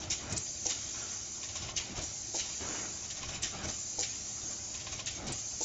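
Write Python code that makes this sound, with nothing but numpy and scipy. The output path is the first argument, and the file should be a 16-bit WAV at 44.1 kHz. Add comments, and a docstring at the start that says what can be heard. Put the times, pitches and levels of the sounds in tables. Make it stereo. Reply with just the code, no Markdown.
"""Pick-and-place machine at work

Valves release short blasts of air, and nozzles tap parts down in a row: shaped noise and ringing tones.
Vacuum hisses at the nozzles and rushes in the hoses: coloured noise that follows each work cycle.
Feeders clunk, and the travelling gantry shakes rails, frame and base: ringing tones and low noise.
High ticks and a fan and pump hum join in. A small two-port microphone hears it; its right port
favours much of the treble.
"""
import sys
import numpy as np
from scipy import signal
from scipy.fft import rfft, irfft, next_fast_len
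from scipy.io import wavfile

SR = 44100
rng = np.random.default_rng(int(sys.argv[2]) if len(sys.argv) > 2 else 0)


def store_pcm(level_fs):
    """Save levels as 16-bit WAV."""
    pcm = np.round(np.clip(level_fs, -1, 1) * 32767).astype(np.int16)
    wavfile.write(sys.argv[1], SR, np.atleast_2d(pcm).T)


def voltage_ratio(level):
    """Linear amplitude factor for a level in decibels (scalar or array-like)."""
    return 10 ** (np.asarray(level, float) / 20)


N = 248724   # length in samples

# Valve blasts. Each row: time in seconds, nominal treble peak in dB, body level in dB,
# length from the opening in seconds, left minus right in dB.
BLASTS = [(0.019, -30.5, -47.5, 0.018, 4), (0.102, -20.5, -37.5, 0.035, -0.5), (0.299, -31, -46, 0.02, 0),
          (0.325, -28, -52.5, 0.0089, -9), (0.364, -20, -55, 0.018, 3), (0.655, -23, -43.5, 0.018, -0.5),
          (0.692, -24.5, -36.5, 0.028, -2.5), (1.7625, -16, -33, 0.02, 6.5),
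          (1.958, -28, -45.5, 0.039, 3.5), (2.014, -27, -57, 0.033, 6), (2.3436, -22, -44.5, 0.04, -0.5),
          (2.388, -23, -34.5, 0.016, 3), (3.421, -21.5, -35.5, 0.029, -1), (3.631, -30.5, -48, 0.025, 0),
          (3.683, -24, -52.5, 0.02, 6.5), (3.992, -13.5, -44, 0.013, 5.5), (4.023, -27.5, -36.5, 0.021, -1),
          (5.0604, -20.5, -36, 0.025, 0.5), (5.269, -30, -39.5, 0.017, -3.5), (5.323, -28.5, -49, 0.02, 8),
          (5.607, -20.5, -49.5, 0.064, 4)]
# Valve plungers snapping over. Each row: time in seconds, nominal peak in dB.
SNAPS = [(0.106, -19), (1.7649, -17), (3.1025, -27.5), (3.4236, -23), (5.062, -31), (5.2685, -24),
         (5.2824, -22.5)]
SNAP_RISE_S, SNAP_TAIL_S, SNAP_CREST_DB = 0.00068, 0.0016, 7
# Nozzles setting parts down. Each row: time in seconds, nominal puff peak in dB, knock level in dB,
# left minus right of the puff in dB.
TAPS = [(1.4295, -27.5, -45.5, 1), (1.4894, -32, -53, 12), (1.5548, -25, -41, -3), (1.6201, -35, -46, -13),
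        (1.686, -33.5, -39, -7), (3.0394, -34, -53, -2), (3.1027, -27.5, -51, 1), (3.1694, -31.5, -54, -2),
        (3.229, -29, -40, 10), (3.2853, -33.5, -40, -12), (3.3437, -27.5, -45.5, -1), (4.742, -28, -46, 2),
        (4.7994, -32, -52, 9), (4.8664, -34.5, -38.5, 22), (4.9221, -29.5, -38.5, 2),
        (4.991, -26, -34.5, -1.5)]
# Brief high ticks, some together with air blasts. Each row: time in seconds, level in dB.
TICKS = [(0.3244, -31), (0.376, -18), (1.7617, -46.5), (2.0158, -41), (3.424, -24), (3.6733, -35),
         (5.0615, -43), (5.269, -38), (5.3208, -21)]
# Feeder clunks. Each row: time in seconds, level in dB.
CLUNKS = [(0.654, -32), (2.341, -31.5), (3.982, -31), (5.606, -30.5)]
# The thud beside a clunk: level against the clunk, hold and tail.
THUD_DB, THUD_HOLD_S, THUD_TAIL_S = -17, 0.026, 0.031
CREST_DB = 10   # how far the peaks of a jet are taken to stand above its mean level

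# Ring of a tapped nozzle holder. Each row: pitch in Hz, level against the blow in dB,
# time to fade by 60 dB in seconds.
HOLDER_RING = [(633, -7.5, .07), (771, -5, 0.083), (1050, -3, 0.053), (1090, -5.5, 0.099),
               (1970, -13, 0.045), (2480, -2.5, .05), (2900, -3.5, 0.023)]
# Tones of a high tick. Each row: pitch in Hz, level against the tick in dB, 60 dB fade in seconds.
TICK_TONES = [(7950, -2, .02), (8200, 0, .02), (8450, -6, .015)]
# Ring of a feeder lever. Each row: pitch in Hz, level against the blow in dB, 60 dB fade in seconds.
LEVER_RING = [(329, -11, 0.12), (407, -18.5, 0.17), (494, -9, 0.14), (643, -12.5, 0.1), (786, -9.5, 0.13),
              (880, -9, 0.078)]

# Colour of the bright hiss at a nozzle. Each row: frequency in Hz, relative level in dB per Hz.
HISS = [(2350, -44), (4000, -13.5), (4820, -6), (5370, -6), (5860, 2), (6560, 3.5), (6990, 2), (7290, 2.5),
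        (7500, -5.5), (9750, -13.5), (16500, -120)]
# Colour of the air in the hoses. Each row: frequency in Hz, relative level in dB per Hz.
HOSE = [(1060, -44), (1800, -6), (2440, -0.5), (2750, -5.5), (3210, -4), (3720, -7.5), (5600, 0),
        (7280, -23.5), (12300, -120)]
# Colour of the fuller part of a blast. Each row: frequency in Hz, relative level in dB per Hz.
BLAST_BODY = [(880, -39), (1500, -11), (2480, -3.5), (2800, -5), (3560, -7), (5130, -3), (5600, 2),
              (7280, -19.5), (12300, -120)]
# Colour of the loose feeder parts. Each row: frequency in Hz, relative level in dB per Hz.
THUD = [(150, -29), (300, -3.5), (500, 0), (900, -3), (1300, -28.5), (2500, -90)]
# Colour of the frame's rumble. Each row: frequency in Hz, relative level in dB per Hz.
RUMBLE = [(76, -27), (130, -7), (205, 0.5), (326, 1), (496, -4.5), (609, -4), (713, -4), (1200, -13),
          (1560, -40), (2640, -120)]
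# Colour of the rolling on the rails. Each row: frequency in Hz, relative level in dB per Hz.
RAIL = [(470, -36.5), (800, -5.5), (1080, -4.5), (1420, -1.5), (1740, -5.5), (2600, -7.5), (3380, -35),
        (5720, -120)]
# Colour of the shaking base. Each row: frequency in Hz, relative level in dB per Hz.
BASE = [(12, -50), (20, 0), (38, -7), (75, 7), (113, 0.5), (151, -0.5), (180, -21), (230, -38), (400, -120)]
# Colour of the droning cross beam. Each row: frequency in Hz, relative level in dB per Hz.
BEAM = [(150, -40), (230, -3), (310, 1), (400, -5), (620, -14), (1000, -60)]
BEAM_DB = -3   # against the frame rumble of a crossing

# Cavities that released air rings in. Each row: centre in Hz, width in Hz, added gain in dB.
VALVE_CAVITIES = [(2850, 150, -16), (3010, 380, -4), (3756, 440, 4), (4850, 440, -24)]
# Frame resonances set off by travel. Each row: centre in Hz, width in Hz, added gain in dB.
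FRAME_RINGS = [(192, 27, -1.5), (332, 44, -8), (617, 66, -1.5), (780, 54, 0)]
# Rail resonances. Each row: centre in Hz, width in Hz, added gain in dB.
RAIL_RINGS = [(1140, 55, -7), (1379, 31, -11), (2200, 27, -1.5)]
NOISE_CUTOFF_HZ = 7584   # steep low-pass on the noise layers, taps and snaps

# A cycle opens as the emptied head lets go of its vacuum. Each entry: start in seconds.
CYCLES = [-1.55, .1036, 1.7638, 3.426, 5.062]
# Vacuum through one cycle: it bleeds off, returns at the pick, sags as parts leave, shuts.
# Each row: seconds into the cycle, nozzle hiss in dB before the dip of the shut vacuum.
VACUUM = [(0, -46.5), (.05, -40), (.17, -47), (.24, -47), (.29, -38), (.85, -38), (1.25, -39.5),
          (1.55, -43)]
# The vacuum closes just before each release: lead, time fully shut, dip, and ramp on either side.
SHUT_LEAD_S, SHUT_S, SHUT_DB, SHUT_EDGE_S = 0.036, 0.037, -5, 0.017
RAIL_DIP_SHARE = 0.43   # share of the vacuum dip also applied to the rail noise
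# Steady leak; then the hoses refill, with levels against blast body and tap puff.
HOSE_DB, BLEED_DB, BLEED_TAIL_S, TAP_BLEED_DB = -54.5, -11.5, 0.075, -28

# Runs down to the feeders. Each row: time of full force in seconds, hold in seconds,
# frame rumble in dB, extra rail and hose rush in dB.
APPROACHES = [(.22, 0.12, -46.5, 0.5), (1.89, .15, -49, 0), (3.55, .14, -47, 3), (5.19, 0.12, -45.5, -4)]
# Braking over the feeders. Each row: time of full force in seconds, hold in seconds,
# frame rumble in dB, extra rail and hose rush in dB.
STOPS = [(.32, 0.027, -48, 0), (1.985, 0.016, -44, 0.19), (3.645, 0.013, -44.5, 1),
         (5.25, 0.054, -45.5, -1)]
# Loaded head pulling away. Each row: time of full force in seconds, hold in seconds,
# frame rumble in dB, extra rail and hose rush in dB.
DEPARTURES = [(.7, .03, -57, 0.87), (2.39, 0.028, -57, 1), (4.02, 0.022, -61.5, -2.7)]
# Crossing to the board. 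Each row: time of full force in seconds, hold in seconds,
# frame rumble in dB, extra rail and hose rush in dB.
CROSSINGS = [(.945, 0.18, -57.5, 7), (2.61, 0.18, -46, 1.5), (4.43, 0.074, -57, -1)]
# Short steps from pad to pad. Each row: time of full force in seconds, hold in seconds,
# frame rumble in dB, extra rail and hose rush in dB.
STEPS = [(.03, 0.074, -51.5, 0.85), (1.6, 0.21, -54, 0), (3.24, 0.22, -52, 0.078), (4.88, 0.21, -57, 0.44)]
# What each kind of move shakes. Each holds: rail rush, base shudder and hose shake,
# all in dB against the frame rumble.
APPROACH = (-4, -4.5, -10)
STOP = (-5.5, 3.8, -13.5)
DEPARTURE = (0.62, -1, 3)
CROSSING = (-1.5, -10.5, -6.5)
STEP = (-1, 3.5, 0)
# How each kind of move builds and dies: rise and tail in seconds.
APPROACH_S, STOP_S, DEPARTURE_S = (.06, .04), (.05, .04), (.03, .22)
CROSSING_S, STEP_S = (.02, .11), (.15, .07)
# Levels at rest. It holds: frame, rail and base in dB.
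IDLE_DB = (-56, -60.5, -56.5)
WANDER_DB = 1.0   # unevenness of the rolling

# Fan and pump tones. Each row: pitch in Hz, level in dB rms before wavering.
HUM = [(67, -74.5), (106, -61.5), (211, -68.5)]
# How alike the two ports hear noise. Each row: frequency in Hz, likeness from 0 to 1.
LIKENESS = [(40, .9), (90, .96), (180, .9), (350, .84), (700, .63), (1500, .04), (8000, 0)]
# Colour difference of the ports. Each row: frequency in Hz, left minus right in dB.
PORTS = [(60, -0.5), (200, -1.5), (550, 3), (1400, 2), (2300, 3.5), (3500, -0.5), (4700, -1.5),
         (5500, -9.5), (7500, -14), (8100, 2.5)]
CUTOFF_HZ = 9430


def at_hz(points, hz):
    """Reads a spectrum table on a log-frequency axis."""
    table = np.array(points)
    return np.interp(np.log(hz), np.log(table[:, 0]), table[:, 1])


def rms_one(x):
    """Scales a sound to unit power."""
    return x / np.sqrt(np.mean(x ** 2) + 1e-20)


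def drift(rate_hz):
    """Slow random wandering of spread 1: smoothed noise on every 20th sample, then joined up."""
    r = np.exp(-40 * np.pi * rate_hz / SR)
    slow = signal.lfilter([1], [1, -2 * r, r * r], rng.standard_normal(N // 20 + 2002))
    slow = slow[2000:]   # leave out the filter's start
    return np.interp(np.arange(N) / 20, np.arange(len(slow)), rms_one(slow - slow.mean()))


def noise(spectrum, flicker_db, flicker_hz, peaks=()):
    """Coloured stereo noise, alike in the bass and unrelated in the treble, flickering in level."""
    size = next_fast_len(N)
    hz = np.maximum(np.arange(size // 2 + 1) * SR / size, 1)
    gain = voltage_ratio(at_hz(spectrum, hz))
    for centre_hz, width_hz, peak_db in peaks:
        gain = gain * (1 + voltage_ratio(peak_db) / (1 + (2 * (hz - centre_hz) / width_hz) ** 2))
    alike = np.clip(at_hz(LIKENESS, hz), 0, 1)
    mid, side = rfft(rng.standard_normal((2, size)))
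    both = np.sqrt(1 + alike) * mid + np.sqrt(1 - alike) * side * [[1], [-1]]
    steady = irfft(both * gain, size)[:, :N]
    return rms_one(steady * voltage_ratio(flicker_db * drift(flicker_hz)))


def bursts(times, levels_db, lengths, pans_db, rise_s, tail_s):
    """Stereo envelope: each push builds up to its time, holds, then dies away."""
    out = np.zeros((2, N))
    for s, level_db, length, pan_db in zip(times, levels_db, lengths, pans_db):
        start = max(round((s - rise_s) * SR), -SR)
        first = max(start, 0)
        t = np.arange(max(-start, 0), min(SR, N - start)) / SR
        rise = np.clip(t / rise_s, 0, 1) ** 2
        fall = np.exp(-np.maximum(t - length, 0) / tail_s)
        sides = voltage_ratio(level_db + pan_db / 2 * np.array([[1], [-1]]))
        out[:, first:first + len(t)] += rise * fall * sides
    return out


def strike(times, levels_db, modes, smear_s):
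    """Ringing tones, each set off by three ever weaker pushes at moments of its own."""
    out = np.zeros((2, N))
    for hz, mode_db, t60 in modes:
        force = np.full((2, N + SR), 1e-18)
        chances = rng.random((len(times), 3, 2))
        unlike = 1 - np.clip(at_hz(LIKENESS, hz), 0, 1)
        for s, level_db, contacts in zip(times, levels_db, chances):
            for order, (jitter, lag) in enumerate(contacts):
                at = s + (order + jitter) * smear_s
                size = voltage_ratio(level_db + mode_db - 8 * order)
                force[0, round(at * SR)] += size
                # the right port hears it up to a cycle later
                force[1, round((at + unlike * lag / hz) * SR)] += size
        r = voltage_ratio(-60 / (max(t60, .01) * SR))   # fading per sample
        w = 2 * np.pi * hz / SR
        out += signal.lfilter([0, np.sin(w)], [1, -2 * r * np.cos(w), r * r], force[:, :N])
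    return out


def mottled(x, depth_db):
    """Random uneven gain over pitch and time cells, for a coarser-grained noise."""
    cells = signal.stft(x, nperseg=1024)[2]
    _, rows, columns = cells.shape
    patches = rng.standard_normal((2, rows // 3 + 1, columns // 4 + 1))
    field = patches.repeat(3, axis=1).repeat(4, axis=2)[:, :rows, :columns]
    field[:, :20] = field[0, :20] / 2   # the bass is steadier and alike in both ports
    return signal.istft(cells * voltage_ratio(depth_db * field), nperseg=1024)[1][:, :N]


def blasts():
    """Turbulent jets from the valves: a spitting treble, and a fuller body that builds a little later."""
    s, treble_db, body_db, length, pan_db = np.transpose(BLASTS)
    treble = bursts(s, treble_db - CREST_DB, length, pan_db, 0.0056, 0.015)
    treble = treble * noise(HISS, 3.4, 150)
    body = bursts(s + 0.011, body_db, length, pan_db, 0.014, 0.015)
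    body = body * noise(BLAST_BODY, 0.34, 110, VALVE_CAVITIES)
    return treble + body


def snaps():
    """Valve plungers snap over: bright cracks of noise a few milliseconds long."""
    s, peak_db = np.transpose(SNAPS)
    level_db, length = peak_db - SNAP_CREST_DB, 0 * s + 2 * SNAP_RISE_S
    return bursts(s, level_db, length, 0 * s, SNAP_RISE_S, SNAP_TAIL_S) * noise(HISS, 0.6, 100)


def taps():
    """Each part is set down with a blow-off puff of air and a knock that rings the nozzle holder."""
    s, puff_db, knock_db, pan_db = np.transpose(TAPS)
    puff = bursts(s, puff_db - CREST_DB, np.full(len(s), .016), pan_db, 0.003, 0.016)
    air = rms_one(noise(BLAST_BODY, 0.93, 100, VALVE_CAVITIES) + voltage_ratio(3.0) * noise(HISS, 3.1, 150))
    return puff * air + strike(s, knock_db, HOLDER_RING, 0.0072)


def ticks():
    """Brief high ticks near 8 kHz, some together with air blasts: quickly fading tones."""
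    s, level_db = np.transpose(TICKS)
    return strike(s, level_db, TICK_TONES, .004)


def clunks():
    """Feeder levers ring as they hit their stops, and loose parts thud along with them."""
    s, level_db = np.transpose(CLUNKS)
    thud = bursts(s + 0.0043, level_db + THUD_DB, 0 * s + THUD_HOLD_S, 0 * s, .004, THUD_TAIL_S)
    thud = thud * noise(THUD, 3.4, 80)
    return strike(s, level_db, LEVER_RING, .006) + thud


def shutoff():
    """Dip in dB while the vacuum is closed, with a straight ramp on either side."""
    t = np.arange(N) / SR
    dip_db = np.zeros(N)
    for release_s in CYCLES:
        shut = release_s - SHUT_LEAD_S
        inside = np.minimum(t - shut, shut + SHUT_S - t)
        dip_db += SHUT_DB * np.clip(inside / SHUT_EDGE_S + 1, 0, 1)
    return dip_db


def suction(shake):
    """Air drawn through nozzles and hoses makes a turbulent rush, sinking while the vacuum is shut."""
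    curve = [(start + s, db) for start in CYCLES for s, db in VACUUM]
    curve_s, curve_db = np.transpose(curve)
    nozzle_db = np.interp(np.arange(N) / SR, curve_s, curve_db)
    shut_db = shutoff()
    s, _, body_db, length, _ = np.transpose(BLASTS)
    tap_s, puff_db, _, _ = np.transpose(TAPS)
    refill = bursts(s, body_db + BLEED_DB, length, 0 * s, 0.0067, BLEED_TAIL_S)
    refill = refill + bursts(tap_s, puff_db + TAP_BLEED_DB, 0 * tap_s, 0 * tap_s, 0.025, BLEED_TAIL_S)
    nozzles = voltage_ratio(nozzle_db + shut_db) * noise(HISS, 0.36, 51)
    hose_gain = (voltage_ratio(HOSE_DB) + refill + shake) * voltage_ratio(0.96 * shut_db)
    return nozzles + hose_gain * noise(HOSE, 1.0, 26, VALVE_CAVITIES)


def travel():
    """Gains of frame, rail, base and hose as the gantry moves; unrelated moves add in power."""
    power = np.zeros((4, 2, N))
    kinds = ((APPROACHES, APPROACH_S, APPROACH), (STOPS, STOP_S, STOP),
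             (DEPARTURES, DEPARTURE_S, DEPARTURE), (CROSSINGS, CROSSING_S, CROSSING),
             (STEPS, STEP_S, STEP))
    for moves, (rise_s, tail_s), (rail_db, base_db, hose_db) in kinds:
        s, hold, level_db, rush_db = np.transpose(moves)
        length = rise_s + np.maximum(hold, 0)
        shares_db = (0, rail_db + rush_db, base_db, hose_db + rush_db)
        for part, share_db in enumerate(shares_db):
            power[part] += bursts(s, level_db + share_db, length, 0 * s, rise_s, tail_s) ** 2
    return np.sqrt(power)


def gantry(rumble, rush, shudder):
    """Bearings roll unevenly along the rails and shake frame and base."""
    idle_frame, idle_rail, idle_base = voltage_ratio(np.array(IDLE_DB))
    uneven = voltage_ratio(WANDER_DB * drift(8))
    frame = np.hypot(idle_frame, rumble * uneven) * noise(RUMBLE, 0.42, 25, FRAME_RINGS)
    rail_gain = np.hypot(idle_rail, rush * uneven) * voltage_ratio(RAIL_DIP_SHARE * shutoff())
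    rail = rail_gain * noise(RAIL, 1, 27, RAIL_RINGS)
    base = np.hypot(idle_base, shudder) * noise(BASE, 0.98, 12.0)
    return frame + rail + base


def beam():
    """The cross beam drones, as low noise, while the head runs along it."""
    s, hold, level_db, _ = np.transpose(CROSSINGS)
    rise_s, tail_s = CROSSING_S
    length = rise_s + np.maximum(hold, 0)
    return bursts(s, level_db + BEAM_DB, length, 0 * s, rise_s, tail_s) * noise(BEAM, 3.0, 13)


def hum():
    """Fan and pump tones: sine waves that waver in level and slightly in pitch."""
    t = np.arange(N) / SR
    out = np.zeros(N)
    for hz, level_db in HUM:
        level = np.sqrt(2) * voltage_ratio(level_db + 0.73 * drift(0.96))
        out += level * np.sin(2 * np.pi * hz * t + 1.4 * drift(4.4))
    return out


def scene():
    """All sources together: a steep low-pass on noise layers, taps and snaps, then the rest is added."""
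    *body, shake = travel()
    rush = mottled(suction(shake) + blasts() + gantry(*body), depth_db=3.0)
    low_pass = signal.ellip(14, .5, 70, NOISE_CUTOFF_HZ, fs=SR, output="sos")
    filtered = signal.sosfilt(low_pass, rush + taps() + snaps())
    return filtered + ticks() + beam() + clunks() + hum()


def top_cut(x):
    """Nothing passes above the cut-off."""
    return signal.sosfilt(signal.butter(12, 8800, fs=SR, output="sos"), x)


def record(dry):
    """The microphone's two ports differ in colour; the top is cut."""
    size = next_fast_len(N)
    hz = np.maximum(np.arange(size // 2 + 1) * SR / size, 1)
    tilt_db = at_hz(PORTS, hz) / 2
    even = np.sqrt(2 / (voltage_ratio(2 * tilt_db) + voltage_ratio(-2 * tilt_db)))   # the two gains keep their total power
    ports = irfft(rfft(dry, size) * voltage_ratio(tilt_db * [[1], [-1]]) * even, size)[:, :N]
    low_pass = signal.cheby2(12, 70, CUTOFF_HZ, fs=SR, output="sos")
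    cut = signal.sosfilt(low_pass, ports)
    return top_cut(cut)


dry = scene()
out = record(dry)
store_pcm(out)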